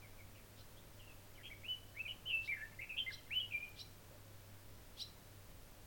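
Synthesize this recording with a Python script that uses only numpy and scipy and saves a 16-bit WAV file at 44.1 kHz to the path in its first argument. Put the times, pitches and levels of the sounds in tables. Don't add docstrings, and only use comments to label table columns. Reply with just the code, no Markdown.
import sys
import numpy as np
from scipy import signal
from scipy.fft import rfft, irfft
from scipy.io import wavfile

SR = 44100
rng = np.random.default_rng(int(sys.argv[2]) if len(sys.argv) > 2 else 0)


def to_wav(s):
    ch = np.atleast_2d(s).T
    pcm = np.round(np.clip(ch, -1, 1) * 32767)
    wavfile.write(sys.argv[1], SR, pcm.astype(np.int16))


N = 258426
TIME = np.arange(N) / SR


def gain_of(db):
    return 10 ** (np.asarray(db) / 20)


def evened(x):
    return x / np.sqrt(np.mean(x ** 2) + 1e-20)


def coloured(points):
    hz, db = np.transpose(points)
    shape = np.interp(np.log(np.fft.rfftfreq(N, 1 / SR) + 1), np.log(hz + 1), db)
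    spectrum = rfft(rng.standard_normal(N)) * gain_of(shape)
    return evened(irfft(spectrum, N))


def band(hz, width_hz):
    offset = (np.fft.rfftfreq(N, 1 / SR) - hz) / width_hz
    spectrum = rfft(rng.standard_normal(N)) * np.exp(-2 * offset ** 2)
    return evened(irfft(spectrum, N))


def background():
    # frequency in Hz, relative level in dB per Hz.
    air_spectrum = [(3, 2), (13, 5.5), (35, 0.5), (70, -6), (140, -7.5), (260, -11.5), (470, -14),
                    (760, -17), (2100, -22), (7000, -27), (13000, -28), (15500, -27.5), (16400, -27),
                    (16800, -31)]
    # centre in Hz, width in Hz, level in dB.
    drone_bands = [(100, 12, -72.5), (543.5, 12.5, -81), (598, 32, -80.5), (15700, 300, -82)]
    # frequency in Hz, level in dB.
    hum_tones = [(30, -80.5), (60, -76), (100, -65)]
    # frequency in Hz, level in dB.
    whine_tones = [(11985.3, -86), (15734, -90), (15795.4, -90), (15856.8, -86), (15918.1, -85),
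                   (15979.4, -85), (16040.8, -77.5), (16102.1, -77.5), (16163.5, -91)]
    air_db = -59
    air = gain_of(air_db) * coloured(air_spectrum)
    drone = sum(gain_of(db) * band(hz, width) for hz, width, db in drone_bands)
    tones = np.zeros(N)
    for hz, db in hum_tones + whine_tones:
        start_turn = rng.random()
        tones += np.sqrt(2) * gain_of(db) * np.sin(2 * np.pi * (hz * TIME + start_turn))
    return air + drone + tones


def knocks(rise_s=0.0056):
    # start in seconds, level before the rise and decay in dB, centre in Hz, width in Hz,
    # decay time in seconds.
    bursts = [(3.688, -49, 13570, 1310, 0.0044), (4.108, -54, 577, 79, 0.03), (4.765, -59, 240, 80, .025),
              (5.215, -63, 200, 80, .025)]
    out = np.zeros(N)
    for start, db, hz, width, decay_s in bursts:
        age = np.maximum(TIME - start, 0)
        envelope = (1 - np.exp(-age / rise_s)) * np.exp(-age / decay_s)
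        out += gain_of(db) * envelope * band(hz, width)
    return out


def hillside(x, leaves_db, slope_db, leaves_t60=0.35, slope_t60=0.85, flutter=0.47):
    # delay in seconds, level in dB.
    reflections = [(.0065, -14.5), (.013, -13), (.02, -14), (.046, -18)]
    t = TIME[:SR]
    leaves = evened(rng.standard_normal(SR) * gain_of(-60 * t / leaves_t60) * (1 - np.exp(-t / 0.0042)))
    slope = evened(rng.standard_normal(SR) * gain_of(-60 * t / slope_t60) * (1 - np.exp(-t / 0.018)))
    near = gain_of(leaves_db) * leaves / np.sqrt(SR)
    far = gain_of(slope_db) * slope / np.sqrt(SR)
    for delay_s, db in reflections:
        near[round(delay_s * SR)] += gain_of(db)
    near_sound = signal.fftconvolve(x, near)[:N]
    far_sound = signal.fftconvolve(x, far)[:N]
    return x + near_sound + far_sound * (1 + flutter * band(0, 110))


def swell(progress, crest, ends_db):
    crest = np.clip(crest, .05, .95)
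    before = np.maximum(crest - progress, 0) / crest
    after = np.maximum(progress - crest, 0) / (1 - crest)
    return ends_db[0] * before ** 2 + ends_db[1] * after ** 2


def buzz(start, length, from_hz, to_hz, level_db, crest, depth_hz, count=40):
    progress = np.linspace(0, 1, count)
    hz = from_hz + (to_hz - from_hz) * progress
    db = level_db + swell(progress, crest, ends_db=(-10.5, -10.5))
    return np.column_stack([start + length * progress, hz, db, np.full(count, depth_hz)])


def whistle(start, length, opening_hz, held_hz, closing_hz, level_db, crest, count=40):
    scoop_power, bend_power = 3.0, 3.004
    progress = np.linspace(0, 1, count)
    scoop = (opening_hz - held_hz) * (1 - progress) ** scoop_power
    bend = (closing_hz - held_hz) * progress ** bend_power
    db = level_db + swell(progress, crest, ends_db=(-10, -10.5))
    return np.column_stack([start + length * progress, held_hz + scoop + bend, db, np.zeros(count)])


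def syrinx(notes, warble_hz, jitter, throb_per_hz=0.0016):
    pitch, loud, depth = np.zeros((3, N))
    for note in notes:
        s, hz, db, warble = np.transpose(note)
        on = (TIME > s[0]) & (TIME < s[-1])
        pitch[on] = np.interp(TIME[on], s, hz)
        depth[on] = np.interp(TIME[on], s, warble)
        edge = np.clip(np.minimum(TIME[on] - s[0], s[-1] - TIME[on]) / 0.0033, 0, 1)
        loud[on] = gain_of(np.interp(TIME[on], s, db)) * np.sin(edge * np.pi / 2) ** 2
    flutter = 2 * np.pi * np.cumsum(warble_hz * (1 + .42 * band(0, 118.8))) / SR
    pitch = pitch * (1 + jitter * band(0, 405)) + depth * np.sin(flutter)
    loud = loud * (1 + np.tanh(throb_per_hz * depth) * np.cos(flutter))
    return 2 * np.pi * np.cumsum(pitch) / SR, loud


def far_bird(level_db=-2, shake=0.34):
    # start in seconds, length in seconds, first pitch in Hz, last pitch in Hz,
    # level in dB before level_db is added, loudest point from 0 to 1, warble depth in Hz.
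    slurs = [ (.012, .055, 2480, 2100, -61, .65, 80), (.176, 0.044, 2470, 2090, -60.5, .6, 70),
             (.342, 0.083, 2760, 2200, -67.5, .2, 270), (.765, 0.034, 3020, 3760, -64, .5, 9.6),
             (.988, .058, 3126, 2700, -62.5, .35, 180), (1.055, 0.078, 2830, 2530, -62, 0.37, 30), ]
    phase, loud = syrinx([buzz(*row) for row in slurs], warble_hz=131.5, jitter=0.011)
    return np.sqrt(2) * gain_of(level_db) * loud * (1 + shake * band(0, 150)) * np.sin(phase)


def chips(rasp_s=.021, overtone_db=-21, spread_hz=1500):
    # time in seconds, tone level in dB, rasp level in dB, pitch factor.
    calls = [(.594, -65, -67.5, 1.04), (2.457, -58.5, -63, 0.96), (3.127, -50, -61.5, 1.02),
             (3.797, -49, -58.5, 1.01), (5.007, -43.5, -53.5, 1.016)]
    # seconds from the call's time, pitch in Hz before the
    # pitch factor, level in dB on top of the tone level, warble depth in Hz.
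    low_side = [(-.008, 2750, -22, 27), (.004, 3280, -12, 20), (.011, 3828, -1.5, 20),
                (.018, 4040, -0.5, 50), (.025, 4000, -2, 120)]
    high_side = [(-.036, 3183, -15, 60), (-.016, 3625, -22, 190), (-.005, 4086, -6, 95),
                 (.003, 4870, -4.5, 20), (.011, 5480, -10.5, 20), (.024, 5610, -7, 22)]
    # frequency in Hz, relative level in dB per Hz.
    rasp_spectrum = [(1800, -45), (2800, -4.5), (3900, -0.5), (5700, -7.5), (6400, -20), (8700, -17),
                     (12500, -24), (16000, -32)]
    out, rasp = np.zeros(N), coloured(rasp_spectrum)
    for side in (low_side, high_side):
        notes = []
        for s, level, _, factor in calls:
            notes.append([(s + dt, hz * factor, level + db, warble) for dt, hz, db, warble in side])
        phase, loud = syrinx(notes, warble_hz=261, jitter=0.00753)
        overtones = (np.sin(2 * phase) + np.sin(3 * phase)) / np.sqrt(2)
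        hoarse = gain_of(overtone_db) * overtones * band(0, spread_hz)
        out += np.sqrt(2) * loud * (np.sin(phase) + hoarse)
    for s, _, rasp_db, _ in calls:
        out += gain_of(rasp_db) * rasp * np.exp(-.5 * ((TIME - s) / rasp_s) ** 2)
    return out


def singer(notes, overtone_db=-30, glint_hz=12150, glint_width_hz=900, glint_spread_hz=450,
           shake=0.29, firm_db=-43):
    phase, loud = syrinx(notes, warble_hz=138.8, jitter=0.0058)
    loud = loud * (1 + shake * band(0, 320) / (1 + (loud / gain_of(firm_db)) ** 2))
    hz = np.gradient(phase) * SR / (2 * np.pi)
    glint = np.zeros(N)
    for k in range(3, 7):
        glint += np.sin(k * phase) / (1 + ((k * hz - glint_hz) / glint_width_hz) ** 2)
    hoarse = gain_of(overtone_db) * glint * band(0, glint_spread_hz)
    return np.sqrt(2) * loud * (np.sin(phase) + hoarse)


def songbird_phrase():
    # start in seconds, length in seconds, opening pitch in Hz, held pitch in Hz,
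    # closing pitch in Hz, level in dB, loudest point from 0 to 1.
    clear_notes = [ (1.351, .022, 3090, 3050, 2750, -66, .45), (1.373, 0.029, 2500, 2080, 1810, -62, .35),
                   (1.431, 0.06, 3080, 3290, 3200, -57, .45), (1.499, 0.041, 1900, 2400, 1900, -53, 0.5),
                   (1.633, .043, 1974, 2680, 2955, -50, 0.57),
                   (1.680, 0.071, 2930, 3025, 2910, -40.5, 0.25),
                   (1.961, 0.033, 1980, 2270, 2520, -50, .45), (1.99, 0.034, 2480, 2638, 2660, -42, 0.51),
                   (2.049, 0.032, 2605, 2470, 2045, -46.5, .5), (2.254, .04, 2803, 3110, 3030, -45.5, .7),
                   (2.327, 0.051, 2680, 2661, 2645, -33, 0.47),
                   (2.475, .042, 2130, 2392, 2295, -38.5, 0.85), (2.605, 0.056, 1666, 1775, 1830, -46, 0.4),
                   (2.788, .02, 1900, 2108, 2250, -47, 0.51), (2.958, .034, 2520, 2720, 2850, -46, .8),
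                   (2.995, .028, 3126, 3133, 3080, -38, .35), (3.062, .04, 2040, 2115, 2010, -41, 0.53),
                   (3.306, .046, 1950, 2700, 3020, -41.5, 0.75), (3.349, 0.047, 2980, 3006, 2995, -35, .5),
                   (3.397, .02, 3210, 3266, 3130, -42.5, .35), (3.534, .054, 2404, 2362, 2397, -36, 0.43),
                   (3.618, 0.031, 2408, 2426, 2465, -44, 0.58), ]
    # start in seconds, length in seconds, first pitch in Hz, last pitch in Hz,
    # level in dB, loudest point from 0 to 1, warble depth in Hz.
    slurs = [ (1.395, 0.031, 1780, 2000, -64, .7, 210), (1.431, .057, 2600, 3050, -56, 0.6, 380),
             (1.943, 0.021, 1700, 1980, -64, .6, 10), (2.077, .05, 2980, 2920, -45, 0.48, 110),
             (2.286, 0.046, 3100, 2660, -40, 0.5, 163), (2.512, 0.045, 2200, 2030, -40.5, .3, 100),
             (2.556, .047, 1880, 1630, -51.5, 0.31, 88), (2.806, 0.044, 2520, 2370, -48.5, .5, 260),
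             (2.891, 0.062, 2670, 2420, -47.5, 0.24, 100), (2.970, .038, 2820, 3250, -39, .55, 340),
             (3.099, .024, 1870, 1540, -51, .4, 60), (3.288, 0.026, 1480, 1980, -60, .7, 20),
             (3.408, .058, 2950, 2880, -46, 0.1, 64), (3.507, 0.032, 2730, 2390, -46, 0.53, 170), ]
    return singer([whistle(*row) for row in clear_notes]) + singer([buzz(*row) for row in slurs])


def scene():
    birds = hillside(songbird_phrase(), leaves_db=-14, slope_db=-17.5)
    birds += hillside(chips(), leaves_db=-11.5, slope_db=-19.5)
    birds += hillside(far_bird(), leaves_db=-8.5, slope_db=-10.5)
    return (birds + knocks() + background())[None]


def record(dry):
    edge_hz = 17180
    low_pass = signal.firwin(1023, edge_hz, window=("kaiser", 9), fs=SR)
    return signal.oaconvolve(dry, low_pass[None], "same")


dry = scene()
out = record(dry)
to_wav(out)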